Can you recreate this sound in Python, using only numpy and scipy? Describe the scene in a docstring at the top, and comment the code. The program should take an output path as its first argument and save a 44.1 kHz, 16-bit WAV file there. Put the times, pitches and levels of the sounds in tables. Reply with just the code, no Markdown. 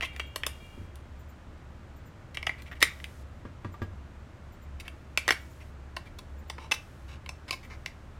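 """Close microphone over a workbench in a small room with a low hum; faint double chirps recur throughout.
First, cells tick, scrape and snap into a plastic holder, a contact spring sings and the bench is bumped.
More cells go in, a hand bumps the bench while fetching the last, and that one is pressed home.
Finally the lid is picked up, laid on and slid shut. Contacts are small forces ringing each part's modes,
the spring is a set of fluttering tones, and the background is wavering tones and filtered noise."""
import sys
import numpy as np
from scipy import signal
from scipy.fft import rfft, irfft
from scipy.io import wavfile

SR = 44100
rng = np.random.default_rng(int(sys.argv[2]) if len(sys.argv) > 2 else 0)


def wav_record(signal):
    """Record a signal, one row per channel, as 16-bit PCM in the file named by sys.argv[1]."""
    frames = np.transpose(np.atleast_2d(signal))
    bounded = np.clip(frames, -1, 1)
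    # unit amplitude maps onto the largest positive 16-bit level
    quanta = np.round(bounded * 32767).astype(np.int16)
    wavfile.write(sys.argv[1], SR, quanta)


N = 361179

# Cells touching the holder, levels before colour and mix: [start_s, drag_s, favoured_hz, level_db, weight_db, hardness_db]
CELL_CONTACTS = [(.0088, 0, 2600, -29.5, -1, -4.5), (.015, 0.03, 2380, -42, 3, 1),
                 (.024, 0.014, 2120, -29, 2.5, -7), (.044, .017, 2880, -36, -5, 2),
                 (.163, .002, 2090, -41, 4, 4), (.1965, 0.0046, 2580, -29.5, 2.5, -2.5),
                 (.3596, 0.002, 2430, -34, 11.5, 15), (.4344, 0.0015, 1830, -27.5, -0.5, -7),
                 (.4653, 0.0028, 2820, -33, 11, 18.5), (.9567, 0, 2630, -62.5, 5, 26.5),
                 (2.3456, 0.0078, 2460, -43, -9, 6), (2.3715, 0.00027, 2570, -28.5, -1, -5),
                 (2.4284, 0.0018, 2160, -33.5, 0, -4), (2.4673, 0.0042, 2150, -24.5, 3, -3.5),
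                 (2.4937, 0.00067, 2050, -24.5, -1.5, -16), (2.6204, 0.0029, 2070, -51, -4, 12),
                 (2.714, 0.021, 2060, -43.5, 4.5, -8), (2.805, 0.0068, 2116, -44.5, 6, 13),
                 (2.8162, .01, 2100, -25.5, -2.5, -1.5), (2.8267, .001, 2150, -12, 1, 6.5),
                 (2.8335, 0.0045, 2160, -26.5, -5.5, 4), (3.0008, 0, 2040, -43.5, -9, -4),
                 (3.042, 0.0017, 2440, -35, -10, 3.5), (4.799, 0.011, 2550, -44, -9, 9),
                 (4.8798, 0.0023, 2670, -38, 1, 3.5), (5.1748, 0, 2510, -18, -1.5, 3),
                 (5.2794, 0.00082, 2050, -23, 8, 6), (5.2882, 0.0068, 1900, -20.5, 1.5, -2),
                 (5.3066, 0.00098, 2040, -17, 5, 1), (5.321, 0.0066, 2040, -31, 5, 7)]
# The lid picked up, laid on and slid home: [start_s, drag_s, favoured_hz, level_db, weight_db, hardness_db]
LID_CONTACTS = [(5.9655, 0.0041, 2850, -36, 6, 1), (6.186, .007, 2460, -51, 9, 13),
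                (6.4986, 0.0032, 1960, -38.5, 4.5, 6.5), (6.5809, 0.0061, 2190, -47, 11, -8),
                (6.595, 0.072, 2340, -55.5, 10, 1), (6.7128, 0.0027, 2400, -31, 4, 2),
                (6.7172, 0.007, 2600, -22, -5.5, 0), (6.738, 0.0097, 2350, -42, 1, 10.5),
                (7.08, 0.08, 2800, -56, 4, 1), (7.2614, 0.0015, 2170, -43.5, 1, -3),
                (7.2908, 0.0017, 2670, -36.5, 0, 3.5), (7.48, 0.018, 2210, -46, 1.5, 1.5),
                (7.5083, 0.0022, 2370, -28, -1.5, 3.5), (7.524, 0.017, 2340, -38, 2, 1.5),
                (7.7, 0.054, 2150, -50.5, 2.5, -7), (7.8605, 0, 2100, -31, -9, -2)]
# Registers of a contact, thud to tick: [low_hz, high_hz]
REGISTERS = [(280, 750), (750, 1380), (1620, 3200), (3100, 5900), (7600, 15800)]
# What one dB of weight adds to each register, thud to tick: [lift_db_per_db]
WEIGHT_LIFTS = [1.05, .95, 0, 0, 0]
# What one dB of hardness adds to each register, thud to tick: [lift_db_per_db]
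HARDNESS_LIFTS = [0, 0, 0, .65, 1.05]
# An average holder contact, relative level in each register, thud to tick: [level_db]
HOLDER_COLOUR = [-17.5, -12.5, -0.5, -10, -20.5]
# An average lid contact, relative level in each register, thud to tick: [level_db]
LID_COLOUR = [-13.5, -6, 0, -4.5, -19]
# Modes of the loaded holder, before favouring: [pitch_hz, level_db, t60_s]
HOLDER_MODES = [(430, -29, .016), (645, -5.5, 0.047), (860, -2.5, 0.0066), (1086, 5, 0.018),
                (1176, -22.5, 0.0083), (1813, -6, 0.0195), (1961, 1, 0.025), (2116, -5, 0.039),
                (2318, -5.5, 0.04), (2650, -7, 0.022), (2850, 9.5, 0.0055), (3220, -10.5, 0.051),
                (3704, 5.5, 0.0135), (4070, 7.5, 0.0065), (4500, 1, 0.016), (5480, -3.5, 0.02),
                (6630, -13.5, 0.0051), (9000, -4, 0.019), (9340, -4, .01), (11220, -7.5, 0.018),
                (13850, -32, .008)]
# Lingering tones of the holder: [pitch_hz, level_db, t60_s]
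HOLDER_RING = [(1885, -33.5, .2), (2060, -37, .22), (2250, -19, 0.36), (2380, -31.5, 0.18)]
# Modes of the thin lid, before favouring: [pitch_hz, level_db, t60_s]
LID_MODES = [(620, -22, .022), (880, -9, 0.014), (1046, -1, 0.03), (1140, -2, 0.012), (1670, -11, .014),
             (1830, -8, .014), (1970, -6, .018), (2150, -3, .018), (2325, -1, 0.013), (2620, -1.5, .018),
             (2895, -2.5, 0.014), (3600, -1, 0.011), (4020, -1, 0.0087), (5300, -13, .012),
             (9450, -8, 0.013)]
# Stereo spread of a contact, before the spread gain; widest for loud ticks: [tick_db, spread_db]
STEREO_SPREAD = [(-72, -33.5), (-53.5, -20.5), (-32, -2.5)]
# Fingers working the parts into place: [start_s, end_s]
FUMBLING = [(.1, .15), (0.479, .55), (2.501, 2.8), (4.81, 4.86), (5.19, 5.26), (5.56, 5.62), (6.02, 6.06),
            (7.6, 7.7)]
# Contact spring let go: [start_s, level_db]
SPRING_PLUCKS = [(.009, -52), (0.198, -55.5), (0.464, -59.5), (.6, -59.5)]
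# Paired bending modes of the coil: [pitch_hz, level_db, t60_s]
SPRING_MODES = [(2299, 1, 0.87), (2360, -2.5, 1.24), (2800, -1, 1.3), (2848, -4.5, 1.1), (3230, -5, 1.4),
                (3280, -4, 1.2), (3730, -5, 0.42), (4300, -9, 0.3)]
# Soft bumps on the bench: [start_s, thump_db, rattle_db]
BUMPS = [(.778, -40, -66), (0.815, -43.5, -77), (3.452, -38, -48), (3.647, -33.5, -42), (3.742, -48, -50),
         (3.818, -30, -37.5)]
# Modes of the bench top: [pitch_hz, level_db, t60_s]
BENCH_MODES = [(92.6, 0, 0.44), (121, -10, 0.17), (215, -3, 0.092), (243.4, -2.5, 0.08), (343, -1.5, 0.046)]
# Modes of the loose things lying on the bench: [pitch_hz, level_db, t60_s]
RATTLE_MODES = [(605, -2.5, 0.051), (963, -1, 0.059), (1172, 2.5, 0.062), (1385, -8.5, 0.068),
                (1643, -4, 0.1), (1895, -1.5, 0.038), (2184, -6, 0.019)]
# Reflections off nearby surfaces: [delay_s, level_db]
ECHOES = [(.0023, -24), (.0068, -17.5), (0.0123, -23.5)]
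# Diffuse room tail, gains before band filtering: [pitch_hz, level_db, t60_s]
ROOM = [(247, -15.5, 0.19), (1000, -14.5, 0.31), (2185, -12.5, 0.27), (4500, -12.5, 0.27),
        (9000, -5.5, 0.13), (14940, -15.5, .25)]
# Room hum, rms levels and the share of the tone that wanders: [pitch_hz, level_db, waver_0_to_1]
HUM = [(30.6, -57.5, .9), (69.2, -48, 0.99), (84, -55.5, .25), (100.3, -61, 0.91), (124, -60.5, 0.37)]
# Spectrum shape of the room air, relative: [pitch_hz, level_db]
AIR = [(59, -26), (100, -0.5), (156, -2), (260, -4.5), (302, -7), (335, -5.5), (415, -11.5), (608, -9),
       (705, -12.5), (1390, -14), (4980, -32.5), (7450, -35), (10700, -44.5), (14100, -46), (16000, -54)]
# Faint high double chirps: [start_s]
CHIRPS = [.16, 1.185, 1.955, 2.61, 3.715, 4.515, 5.4, 6.375, 7.535]

AIR_DB = -53  # rms
CUTOFF_HZ = 16000
# After each contact the part rebounds and rubs to rest, much weaker
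REBOUND_S, REBOUND_DRAG_S, REBOUND_DB = .012, .0095, -28
# Faint touches while the fingers work; the rate is rounded to whole touches, at least one per spell
TOUCHES_PER_S, TOUCH_DRAG_S, TOUCH_HZ, TOUCH_DB, TOUCH_SPREAD_DB = 11, .026, 2310, -53, 1.5


def from_db(db):
    """Decibels to gain."""
    return 10 ** (np.asarray(db) / 20)


def rms(x):
    """Root mean square."""
    return np.sqrt(np.mean(np.abs(x) ** 2) + 1e-24)


def seconds(length):
    """A time axis of the given length in seconds."""
    return np.arange(int(length * SR)) / SR


def fade(t, t60):
    """Exponential decay, 60 dB down at t60."""
    return np.exp(-np.log(1000) * t / t60)


def band(x, low, high, order=2):
    """Causal band-pass."""
    sos = signal.butter(order, [low, min(high, .48 * SR)], "band", fs=SR, output="sos")
    return signal.sosfilt(sos, x)


def add(out, start_s, sound):
    """Mix a sound in from start_s."""
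    at = max(int(start_s * SR), 0)
    out[at:at + len(sound)] += sound[:N - at]


def struck(modes, t, vary_db):
    """Decaying sines; each blow lands elsewhere and so weighs them differently."""
    hz, db, t60 = np.array(modes).T[:, :, None]
    polarity = rng.choice([-1, 1], hz.shape)
    weight = from_db(db + vary_db * rng.standard_normal(hz.shape)) * polarity
    return np.sum(weight * np.sin(2 * np.pi * hz * t) * fade(t, t60), axis=0)


def contacts(table, colour, modes, lingering, snap_db, crack_db, crack_t60, crack_hz,
             vary_db, slips_per_s, slip_db, favour_db, favour_octaves):
    """Each contact force drives a snap, a brief crack and the part's modes, levelled by register.
    Returns the sound and a copy scaled for stereo spread."""
    out, for_spread, t = np.zeros(N), np.zeros(N), seconds(.22)
    hz, mode_db, t60 = np.transpose(modes)
    dull = signal.butter(1, min(crack_hz, .45 * SR), fs=SR, output="sos")
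    for start_s, drag_s, favoured_hz, level_db, weight_db, hardness_db in table:
        levels = register_levels(colour, level_db, weight_db, hardness_db)
        spread_db = np.interp(levels[-1], *np.transpose(STEREO_SPREAD))

        # the point of contact favours the modes around one pitch
        octaves_away = np.log2(hz / favoured_hz)
        favour = favour_db * np.exp(-(octaves_away / favour_octaves) ** 2)
        body = struck(np.transpose([hz, mode_db + favour, t60]), t, vary_db)
        crack = from_db(crack_db) * rng.standard_normal(len(t)) * fade(t, crack_t60)
        crack[0] += from_db(snap_db)  # the sudden stop of the part radiates one sharp pulse
        body += signal.sosfilt(dull, crack)
        if lingering:
            body += struck(lingering, t, vary_db)

        first = contact_force(drag_s, slips_per_s, slip_db)
        rebound = contact_force(REBOUND_DRAG_S, slips_per_s, slip_db)
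        sound = signal.fftconvolve(body, with_rebound(first, rebound))[:len(t)]

        # each register is levelled over the drag and a few milliseconds more
        attack = int((max(drag_s, 0) + .0065) * SR)
        hit = np.zeros(len(t))
        for db, (low, high) in zip(levels, REGISTERS):
            part = band(sound, low, high, order=3)
            hit += from_db(db) * part / rms(part[:attack])
        add(out, start_s, hit)
        add(for_spread, start_s, from_db(spread_db) * hit)
    return out, for_spread


def register_levels(colour, db, weight_db, hardness_db):
    """Weight behind a contact fills its low registers, a hard edge its high ones."""
    weight = weight_db * np.array(WEIGHT_LIFTS)
    hardness = hardness_db * np.array(HARDNESS_LIFTS)
    return db + np.array(colour) + weight + hardness


def contact_force(drag_s, slips_per_s, slip_db, uneven_db=2.5):
    """A first touch, then tiny slips of uneven size that die out as the drag ends."""
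    t = seconds(.1)
    polarity = rng.choice([-1, 1], len(t))
    sizes = from_db(slip_db + uneven_db * rng.standard_normal(len(t))) * polarity
    slips = (rng.random(len(t)) < slips_per_s / SR) * sizes
    # full for three quarters of the drag, gone a quarter after it
    force = slips * np.clip(2 * (1 - t / max(drag_s, 1e-5)) + .5, 0, 1)
    force[0] = 1
    return force


def with_rebound(first, rebound):
    """The force of a contact, followed by that of its weaker rebound."""
    late = np.pad(rebound, (int(REBOUND_S * SR), 0))[:len(first)]
    return first + from_db(REBOUND_DB) * late


def faint_touches():
    """Light rubs of average weight and hardness, at uneven moments while the fingers work."""
    touches = []
    for start, end in FUMBLING:
        count = max(round((end - start) * TOUCHES_PER_S), 1)
        edges = np.linspace(start, end, count + 1)
        for early, late in zip(edges, edges[1:]):
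            start_s = rng.uniform(early, late)
            level_db = TOUCH_DB + TOUCH_SPREAD_DB * rng.standard_normal()
            touches.append((start_s, TOUCH_DRAG_S, TOUCH_HZ, level_db, 0, 0))
    return touches


def spring(flutter_db, flutter_per_s):
    """The coil sings on after a cell slips past it, fluttering as it chafes against the cell."""
    out, t = np.zeros(N), seconds(1.5)
    for start_s, level_db in SPRING_PLUCKS:
        for mode in SPRING_MODES:
            knots = rng.standard_normal(size=200)
            wander = np.interp(t * flutter_per_s, np.arange(len(knots)), knots)
            tone = from_db(flutter_db * wander) * struck([mode], t, vary_db=.5)
            add(out, start_s, from_db(level_db) * tone)
    return out


def bench(grit_db, grit_t60, thud_db, thud_t60):
    """A soft bump thuds and booms in the bench top and shakes what lies on it."""
    out, t = np.zeros(N), seconds(.5)
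    for start_s, thump_db, rattle_db in BUMPS:
        grit = from_db(grit_db) * band(rng.standard_normal(len(t)), 390, 2600) * fade(t, grit_t60)
        thud = from_db(thud_db) * band(rng.standard_normal(len(t)), 56, 266) * fade(t, thud_t60)
        boom = struck(BENCH_MODES, t, vary_db=.1)
        rattle = struck(RATTLE_MODES, t, vary_db=3.5)
        add(out, start_s, from_db(thump_db) * (boom + thud))
        add(out, start_s, from_db(rattle_db) * (rattle + grit))
    return out


def stereo_spread(x, level_db, bass_db, t60, above_hz):
    """A short, mostly treble noise response spreads the contacts, with opposite polarity towards each side."""
    t = seconds(.06)
    noise = rng.standard_normal(len(t)) * fade(t, t60)
    noise /= np.linalg.norm(noise)
    treble = from_db(level_db) * band(noise, above_hz, CUTOFF_HZ, order=4)
    side = signal.fftconvolve(x, treble + from_db(bass_db) * noise)[:N]
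    return side * [[1], [-1]]


def room(x, build_up_s, wide_hz, width):
    """Close echoes and a short diffuse tail; the two ears differ mainly in the treble."""
    t, (at_hz, db, t60) = seconds(.5), np.transpose(ROOM)
    edges = np.geomspace(125, 16000, 15)
    response = np.zeros((2, len(t)))
    for low, high in zip(edges, edges[1:]):
        hz = np.sqrt(low * high)
        shape = fade(t, np.interp(hz, at_hz, t60)) * (1 - np.exp(-t / build_up_s))
        tail = rng.standard_normal((2, len(t))) * shape / np.linalg.norm(shape)
        mid, side = band(tail, low, high)
        spread = width * hz ** 4 / (hz ** 4 + wide_hz ** 4)
        response += from_db(np.interp(hz, at_hz, db)) * (mid + spread * side * [[1], [-1]])
    for delay_s, echo_db in ECHOES:
        response[:, int(delay_s * SR)] += from_db(echo_db)
    return x + signal.fftconvolve(x[None], response, axes=1)[:, :N]


def hiss(handling, level_db, full_at_db, follows, hold_s, t60):
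    """A thin hiss swells with each bright click, sags, and stops a moment later."""
    ticks = band(handling, 10000, CUTOFF_HZ) ** 2
    memory = fade(seconds(hold_s), t60) ** 2  # squared, since it weighs power
    recent = np.sqrt(np.abs(signal.fftconvolve(ticks, memory)[:N]) / SR)
    swell = np.tanh((recent / from_db(full_at_db)) ** follows)
    noise = band(rng.standard_normal(N), 2500, 10000, order=1)
    return from_db(level_db) * swell * noise / rms(noise)


def hum(waver_hz):
    """Low machine tones whose strength and phase wander."""
    t, out = np.arange(N) / SR, np.zeros(N)
    knots = np.arange(0, N / SR + 1, .01)
    smooth = signal.butter(2, waver_hz, fs=100, output="sos")
    for hz, level_db, waver in HUM:
        slow = signal.sosfilt(smooth, [1, 1j] @ rng.standard_normal((2, len(knots))))
        wander = np.interp(t + 1, knots, slow / rms(slow))  # skips the filter's first second
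        share = np.clip(waver, 0, 1)
        strength = np.sqrt(1 - share ** 2) + share * wander
        tone = np.real(strength * np.exp(2j * np.pi * hz * t))
        out += from_db(level_db) * tone / rms(tone)
    return out


def air(rumble_db):
    """Steady ventilation noise, shaped in frequency, over a rumble."""
    hz = np.maximum(np.fft.rfftfreq(N, 1 / SR), 1)
    at_hz, db = np.transpose(AIR)
    shape = from_db(np.interp(np.log(hz), np.log(at_hz), db))
    steady = irfft(rfft(rng.standard_normal(N)) * shape, N)
    rumble = band(rng.standard_normal(N), 22, 120)
    return from_db(AIR_DB) * steady / rms(steady) + from_db(rumble_db) * rumble / rms(rumble)


def chirps(pitch_hz, width_hz, low_db, octave_db, gap_s, peak_s):
    """Pairs of faint rasping chirps: gated noise in a narrow band and its octave."""
    gate, t = np.zeros(N), seconds(.15)
    pulse = (t / peak_s) ** 2 * np.exp(2 * (1 - t / peak_s))
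    for start_s in CHIRPS:
        add(gate, start_s, pulse)
        add(gate, start_s + gap_s, pulse)
    low = band(rng.standard_normal(N), pitch_hz - width_hz, pitch_hz + width_hz)
    octave = band(rng.standard_normal(N), 2 * pitch_hz - width_hz, 2 * pitch_hz + width_hz)
    return gate * (from_db(low_db) * low / rms(low) + from_db(octave_db) * octave / rms(octave))


def scene():
    """Close handling noises in the room, over its hum."""
    cells, cells_for_spread = contacts(
        CELL_CONTACTS + faint_touches(), HOLDER_COLOUR, HOLDER_MODES, HOLDER_RING,
        snap_db=32.5, crack_db=9.5, crack_t60=.025, crack_hz=5000, vary_db=.7,
        slips_per_s=4000, slip_db=-8.5, favour_db=11.5, favour_octaves=.26)
    lid, lid_for_spread = contacts(
        LID_CONTACTS, LID_COLOUR, LID_MODES, None,
        snap_db=23.5, crack_db=8, crack_t60=.017, crack_hz=5100, vary_db=2,
        slips_per_s=2200, slip_db=-2.5, favour_db=7.5, favour_octaves=.15)
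    handling = from_db(-1) * cells + from_db(-.44) * lid
    handling += spring(flutter_db=5, flutter_per_s=35.6)
    handling += bench(grit_db=3, grit_t60=.12, thud_db=11.5, thud_t60=.26)
    spread = stereo_spread(cells_for_spread + lid_for_spread,
                           level_db=-.5, bass_db=-18.5, t60=.033, above_hz=4800)

    background = hiss(handling, level_db=-62, full_at_db=-56.5, follows=.73, hold_s=.4, t60=2.17)
    background += hum(waver_hz=2.75) + air(rumble_db=-56)
    background += chirps(pitch_hz=7200, width_hz=350, low_db=-72, octave_db=-69, gap_s=.097, peak_s=.016)
    return room(handling, build_up_s=.00349, wide_hz=4510, width=.052) + spread + background


def record(dry):
    """The top is cut steeply."""
    return signal.sosfilt(signal.ellip(10, .2, 80, CUTOFF_HZ, fs=SR, output="sos"), dry)


dry = scene()
out = record(dry)
wav_record(out)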